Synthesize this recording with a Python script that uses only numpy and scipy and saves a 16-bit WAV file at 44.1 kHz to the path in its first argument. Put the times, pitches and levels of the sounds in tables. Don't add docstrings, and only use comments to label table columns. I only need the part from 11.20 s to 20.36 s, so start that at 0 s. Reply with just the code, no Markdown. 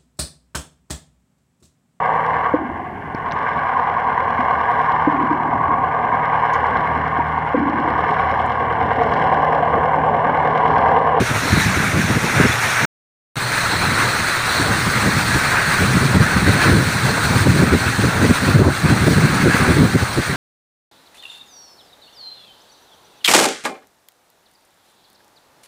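import sys
import numpy as np
from scipy import signal
from scipy.fft import rfft, irfft, next_fast_len
from scipy.io import wavfile
from scipy.ndimage import uniform_filter1d, minimum_filter1d

SR = 44100
rng = np.random.default_rng(int(sys.argv[2]) if len(sys.argv) > 2 else 0)


def volts_from_db(level):
    exponent = np.asarray(level, float) / 20
    return 10 ** exponent


def transcribe(u):
    v = np.clip(np.atleast_2d(u).T, -1, 1)
    q = np.round(v * 32767).astype(np.int16)
    wavfile.write(sys.argv[1], SR, q)


N = 403948

CUT_S, BACK_S, WHOLE_S = 1.6524, 2.1566, 2.1668


def evened(x):
    return x / np.sqrt(np.mean(x ** 2) + 1e-20)


def smoothed(x, samples):
    return uniform_filter1d(uniform_filter1d(x, samples), samples)


def drift(span_s):
    return evened(smoothed(rng.standard_normal(N), int(span_s * SR)))


def column(table, t, count):
    rows = np.array(table)
    return np.interp(t, rows[:, 0], rows[:, count])


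def read(spectrum, hz):
    f, db = np.transpose(spectrum)
    return np.interp(np.log(hz + 1), np.log(f + 1), db)


def band_db(spectrum, lo, hi):
    hz = np.arange(lo, hi)
    return 10 * np.log10(np.sum(volts_from_db(read(spectrum, hz)) ** 2) / (SR / 2))


def coloured_noise(spectrum):
    size = next_fast_len(N)
    gain = volts_from_db(read(spectrum, np.fft.rfftfreq(size, 1 / SR)))
    return evened(irfft(rfft(rng.standard_normal(N), size) * gain, size)[:N])


def steadied(x, span_s, share):
    power = smoothed(x ** 2, int(span_s * SR))
    return evened(x / (abs(power) + 1e-3) ** (share / 2))


def engine(t):
    pitch_hz, width_hz, level_db = 117, 12, -34
    r = np.exp(-np.pi * width_hz / SR)
    chance = rng.standard_normal(N) + 1j * rng.standard_normal(N)
    waver = signal.lfilter([1 - r], [1, -r], chance)
    return volts_from_db(level_db) * evened((waver * np.exp(2j * np.pi * pitch_hz * t)).real)


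# frequency in Hz, level in dB per Hz.
SLOSH_COLOUR = [(24, -48.5), (40, -17), (118, 5), (221, -5), (413, -5), (709, -4), (865, -2.5),
                (1200, -5.5), (1560, -5), (2640, -120)]


def slosh(t):
    level_db, follows, surge_db = -27.5, .3, 3
    amount_db = column(SPRAY_AMOUNT, t, count=1)
    level_db = level_db + follows * (amount_db - amount_db.mean()) + surge_db * drift(.04)
    rumble_cut = signal.butter(2, 42, "highpass", fs=SR, output="sos")
    return volts_from_db(level_db) * signal.sosfilt(rumble_cut, coloured_noise(SLOSH_COLOUR))


def pops():
    pops_per_s, pop_s, level_db, spread_db = 130, .00042, 5.5, 2.5
    u = np.arange(-300, 301) / SR / pop_s
    spike = np.exp(-u ** 2 / 2) - np.exp(-(u / 3.1) ** 2 / 2) / 3.1
    size = rng.choice([-1., 1.], N) * volts_from_db(spread_db * np.minimum(rng.exponential(1, N), 3))
    hits = size * (rng.random(N) < pops_per_s / SR)
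    return volts_from_db(level_db) * signal.oaconvolve(hits, spike, "same")


# time in seconds, strength in dB.
BREEZE_STRENGTH = [(0.0, -39), (.25, -18.5), (.75, -21.5), (1.25, -24), (1.42, -42.5), (2.4, -33.5),
                   (2.75, -22.5), (3.25, -45), (3.5, -21), (4.2, -28), (4.45, -29), (4.75, -21),
                   (5.55, -17.5), (5.72, -22.5), (6.3, -16), (6.85, -24.5), (8.7, -15), (9.05, -39)]
# frequency in Hz, level in dB per Hz.
THUMP_COLOUR = [(25, -44), (45, -30.5), (70, -2), (130, 1), (200, -2.5), (260, -14), (400, -44.5),
                (800, -74)]
# frequency in Hz, level in dB per Hz.
FLAP_COLOUR = [(120, -48), (190, -11.5), (250, 4), (400, -4), (600, -15), (1000, -42.5), (2000, -75)]
# time in seconds, peak in dB, length in seconds.
DULL_THUDS = [(.335, -10, 0.014), (0.373, -12.5, .026), (0.468, -11.9, .017), (0.678, -20, .029),
              (.905, -13, 0.027), (1.17, -15, 0.025), (1.302, -19.5, 0.018), (3.962, -17.5, 0.041),
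              (4.49, -19, .018), (4.673, -18, .017), (4.769, -8.5, 0.021), (4.854, -17, .02),
              (4.968, -7, 0.026), (5.012, -10.5, 0.028), (5.168, -11.5, .026), (5.24, -16.5, 0.031),
              (5.529, -12.5, 0.019), (6.107, -14, 0.024), (6.167, -14, 0.033), (6.304, -13, 0.027),
              (6.352, -16, .014), (6.793, -11, 0.015), (7.36, -6.5, 0.027), (7.652, -11, 0.028),
              (7.718, -11, 0.046), (7.977, -9, .025), (8.045, -11, 0.033), (8.102, -13, 0.012),
              (8.417, -11, 0.022), (8.828, -13.5, 0.015)]
# time in seconds, peak in dB, length in seconds.
BRIGHT_SLAPS = [(0.016, -11, 0.025), (0.571, -14, 0.012), (0.968, -10, 0.021), (1.207, -8.5, 0.015),
                (1.254, -11.5, 0.026), (3.41, -13.5, 0.027), (3.87, -13, .04), (4.624, -14.5, 0.034),
                (4.828, -12, .025), (5.288, -10, 0.038), (5.488, -14.5, 0.075), (6.27, -7, 0.015),
                (6.429, -6.5, 0.022), (6.542, -9.5, 0.034), (6.843, -11, .025), (7.037, -12.5, 0.058),
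                (7.106, -10.5, 0.037), (7.236, -11.5, 0.021), (7.294, -12, 0.039), (7.401, -9, 0.04),
                (7.478, -11, 0.044), (7.882, -5.5, 0.022), (7.921, -7.5, 0.021), (8.261, -11.5, 0.053),
                (8.351, -9, 0.011), (8.498, -10, 0.042), (8.58, -9.5, .035), (8.631, -9.5, 0.043),
                (8.751, -10, 0.023), (8.987, -15, 0.029)]
# time in seconds, peak in dB, length in seconds.
LIGHT_PUFFS = [(.112, -16.5, 0.018), (.608, -26, .026), (.78, -15, .06), (.85, -27, .03), (1.04, -19, .025),
               (1.642, -19.5, 0.023), (2.175, -22, 0.011), (2.72, -29, .06), (3.008, -23, 0.029),
               (3.508, -24, 0.033), (3.67, -21, 0.016), (3.78, -19.5, .029), (4.102, -22, .032),
               (4.16, -15.5, 0.034), (4.717, -15, 0.049), (4.888, -18.5, 0.057), (5.057, -23, 0.038),
               (5.358, -19, .026), (5.58, -14.5, 0.089), (5.88, -19.5, 0.098), (6.067, -19, 0.034),
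               (6.38, -10.5, 0.044), (6.682, -17.5, 0.038), (6.875, -20, .043), (6.968, -18.5, .03),
               (7.771, -18, 0.024), (7.823, -27, 0.033), (8.13, -23, .034), (8.542, -21, .038),
               (9.11, -17.5, 0.036)]


def wind(t):
    breeze_db = column(BREEZE_STRENGTH, t, count=1)
    large_power = volts_from_db(breeze_db - 6 + 4 * drift(.025)) ** 2
    small_power = volts_from_db(breeze_db - 13 + 2.5 * drift(.067)) ** 2
    for buffets, small_db in ((DULL_THUDS, -9), (BRIGHT_SLAPS, -3.5), (LIGHT_PUFFS, -7)):
        small_share = volts_from_db(small_db) ** 2
        for s, peak_db, length_s in buffets:
            near = slice(max(int((s - .12) * SR), 0), int((s + .12) * SR))
            swell = np.exp(-.9 * abs(2 * (t[near] - s) / length_s) ** 2.07)
            peak = volts_from_db(peak_db) ** 2
            large_power[near] += (1 - small_share) * peak * swell
            small_power[near] += .75 * small_share * peak * swell ** 1.37
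    lumps = volts_from_db(2 * evened(smoothed(rng.standard_normal(N), 500)))
    thump = steadied(coloured_noise(THUMP_COLOUR), .01, .62)
    flap = steadied(coloured_noise(FLAP_COLOUR), .0094, .9)
    eddies = lumps * (np.sqrt(large_power) * thump + np.sqrt(small_power) * flap)
    port = signal.butter(2, [45, 900], "bandpass", fs=SR, output="sos")
    return signal.sosfiltfilt(port, eddies) + np.sqrt(small_power) * pops()


# time in seconds, peak in dB, pitch in Hz, length in seconds.
BUBBLES = [
    (1.325, -22, 3460, .018),
    (1.272, -29, 5400, .025),
]


def plinks(t):
    rise_per_s = .4
    out = np.zeros(N)
    for s, peak_db, hz, length_s in BUBBLES:
        late = t - s
        swell = np.exp(-(2 * late / length_s) ** 2)
        rise = 1 + rise_per_s * np.clip(late, -.1, .1)
        out += volts_from_db(peak_db) * swell * np.sin(2 * np.pi * hz * late * rise)
    return out


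# time in seconds, swell in dB, extra fizz in dB.
WATER_SHEETS = [(.03, 1, -1), (.2, 0.5, 0), (.41, 2, 2), (1.19, 4.5, -1), (1.28, 4, -1), (1.44, 3.5, -0.5),
                (1.59, 0.5, -2), (2.36, 3, 0.5), (2.81, 2.5, -0.5), (3.34, 1.5, 1), (3.82, 0, 0.5),
                (4.06, -3.5, 2.5), (4.38, 2.5, -3), (4.52, 2.5, 0), (5.07, 3, -1), (5.31, 1, 3),
                (5.44, 5.5, 1.5), (5.87, 1.5, 1.5), (6.05, 1.5, 1), (6.19, 2, 1.5), (6.5, 2.5, -3),
                (6.68, 1.5, -1), (7.15, 2, 1), (7.68, 2, -1), (7.91, -0.5, 4.5), (8.01, 0, 0),
                (8.13, 0, 0.5), (8.36, 2, 1), (8.45, 2.5, -1.2), (9.06, 0.5, 2.5)]


def sheets(t):
    rise_s, fall_s = .045, .05
    fizz_follows = .64
    s, swell_db, fizz_db = np.transpose(WATER_SHEETS)
    late = t[:, None] - s
    shape = np.exp(-(late / np.where(late < 0, rise_s, fall_s)) ** 2)
    return shape @ swell_db, shape @ (fizz_follows * swell_db + fizz_db)


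# time in seconds, ring boost in dB.
DEEP_POOLS = [
    (.33, 6),
    (2.6, 3),
    (3.4, 2.5),
    (5.4, 4),
]


def wheel_arch(hz, t):
    pitch_hz, width_hz, pool_s = 4110, 360, .17
    deep_db, shallow_db, shallow_from_s, shoaling_s = 1.5, -.8, 3.44, .09
    deep = .5 - .5 * np.tanh((t - shallow_from_s) / shoaling_s)
    ring_db = shallow_db + deep * (deep_db - shallow_db)
    for s, boost_db in DEEP_POOLS:
        ring_db += boost_db * np.exp(-((t - s) / pool_s) ** 2)
    return np.exp(-((hz - pitch_hz) / width_hz) ** 2) * ring_db


# time in seconds, amount in dB, fineness in dB.
SPRAY_AMOUNT = [(0.0, -24, -6.5), (.45, -21, -8.5), (.9, -22.5, -8), (1.3, -22.5, -7), (1.64, -19, -8),
                (2.2, -25, -5), (2.65, -20, -8), (3.2, -21.5, -6.5), (4.3, -19.5, -7), (4.75, -21.5, -6),
                (5.42, -20, -9.5), (5.56, -22.5, -5.5), (7.3, -23, -6), (7.45, -29, -6.5), (7.62, -24, -6),
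                (8.4, -20.5, -8.5), (8.65, -25, -5.5), (9.16, -25.5, -6.5)]
# frequency in Hz, level in dB per Hz.
SIDEWAYS_COLOUR = [(350, -29), (600, -10.5), (1050, -7.5), (1530, 0), (2230, -4), (3010, -12), (3540, -8),
                   (4970, -15), (5770, -9.5), (6600, -12), (7770, -17.5), (8900, -13.5), (12000, -26),
                   (13700, -23), (15300, -24)]
# frequency in Hz, level in dB per Hz.
FORWARD_COLOUR = [(650, -11), (1150, -3), (1530, 2.5), (2650, -8.5), (2930, -15), (3600, -13), (4200, -8),
                  (5050, -19), (6090, -16.5), (7200, -20.5), (8900, -15), (10400, -26), (12300, -33),
                  (15300, -23.5)]


def spray():
    drops_per_s, spread_db, drops_db = 2500, 1.5, -6
    patchy_db, flicker_db = 1.75, .67
    sizes = volts_from_db(spread_db * np.minimum(rng.exponential(1, N), 5))
    hits = sizes * (rng.random(N) < drops_per_s / SR)
    drops = evened(hits * rng.choice([-1., 1.], N))
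    water = evened(rng.standard_normal(N) + volts_from_db(drops_db) * drops)
    hz, t, z = signal.stft(water, SR, nperseg=512, noverlap=384)
    chance = rng.standard_normal((len(t), len(hz)))
    patches = uniform_filter1d(uniform_filter1d(chance, size=10, axis=0), size=3, axis=1)
    patches = evened(patches).T
    flicker = evened(uniform_filter1d(rng.standard_normal(len(t)), size=10))
    hz = hz[:, None]
    fine = np.clip((hz - 2600) / 700, 0, 1)
    colours = []
    for colour in (SIDEWAYS_COLOUR, FORWARD_COLOUR):
        rush_norm_db = (1 - fine) * band_db(colour, 900, 2800)
        fizz_norm_db = fine * band_db(colour, 3300, 15000)
        colours.append(read(colour, hz) - rush_norm_db - fizz_norm_db)
    rush_db, fizz_db = sheets(t)
    fizz_db = fizz_db + column(SPRAY_AMOUNT, t, count=2)
    level_db = column(SPRAY_AMOUNT, t, count=1) + (1 - fine) * rush_db + fine * fizz_db
    level_db += wheel_arch(hz, t)
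    level_db += patchy_db * patches + flicker_db * flicker
    field_db = np.where(t < CUT_S + .1, *colours) + level_db
    return signal.istft(z * volts_from_db(field_db), SR, nperseg=512, noverlap=384)[1][:N]


def scene():
    t = np.arange(N) / SR
    return (engine(t) + slosh(t) + wind(t) + plinks(t) + spray())[None]


def band_limit(x):
    return signal.sosfilt(signal.butter(12, 16820, fs=SR, output="sos"), x)


def record(dry):
    ceiling_db, recover_db_per_s, edge_hz = -.5, 60, 15530
    t = np.arange(N) / SR
    fall_db = t * recover_db_per_s
    over_db = np.maximum(20 * np.log10(abs(dry[0]) + 1e-9) - ceiling_db, 0)
    over_db = np.maximum.accumulate(over_db + fall_db) - fall_db
    over_db = -minimum_filter1d(-over_db, size=129)
    held = dry / volts_from_db(uniform_filter1d(over_db, size=65))
    scrap = np.interp(t, [BACK_S, WHOLE_S], [.6, .15]) * (t > BACK_S)
    gate = np.where((t < CUT_S) | (t > WHOLE_S), 1, scrap)
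    edge = signal.firwin(1023, edge_hz, window=("kaiser", 10), fs=SR)
    mix = signal.oaconvolve(held * gate, edge[None], "same")
    return band_limit(mix)


dry = scene()
out = record(dry)
transcribe(out)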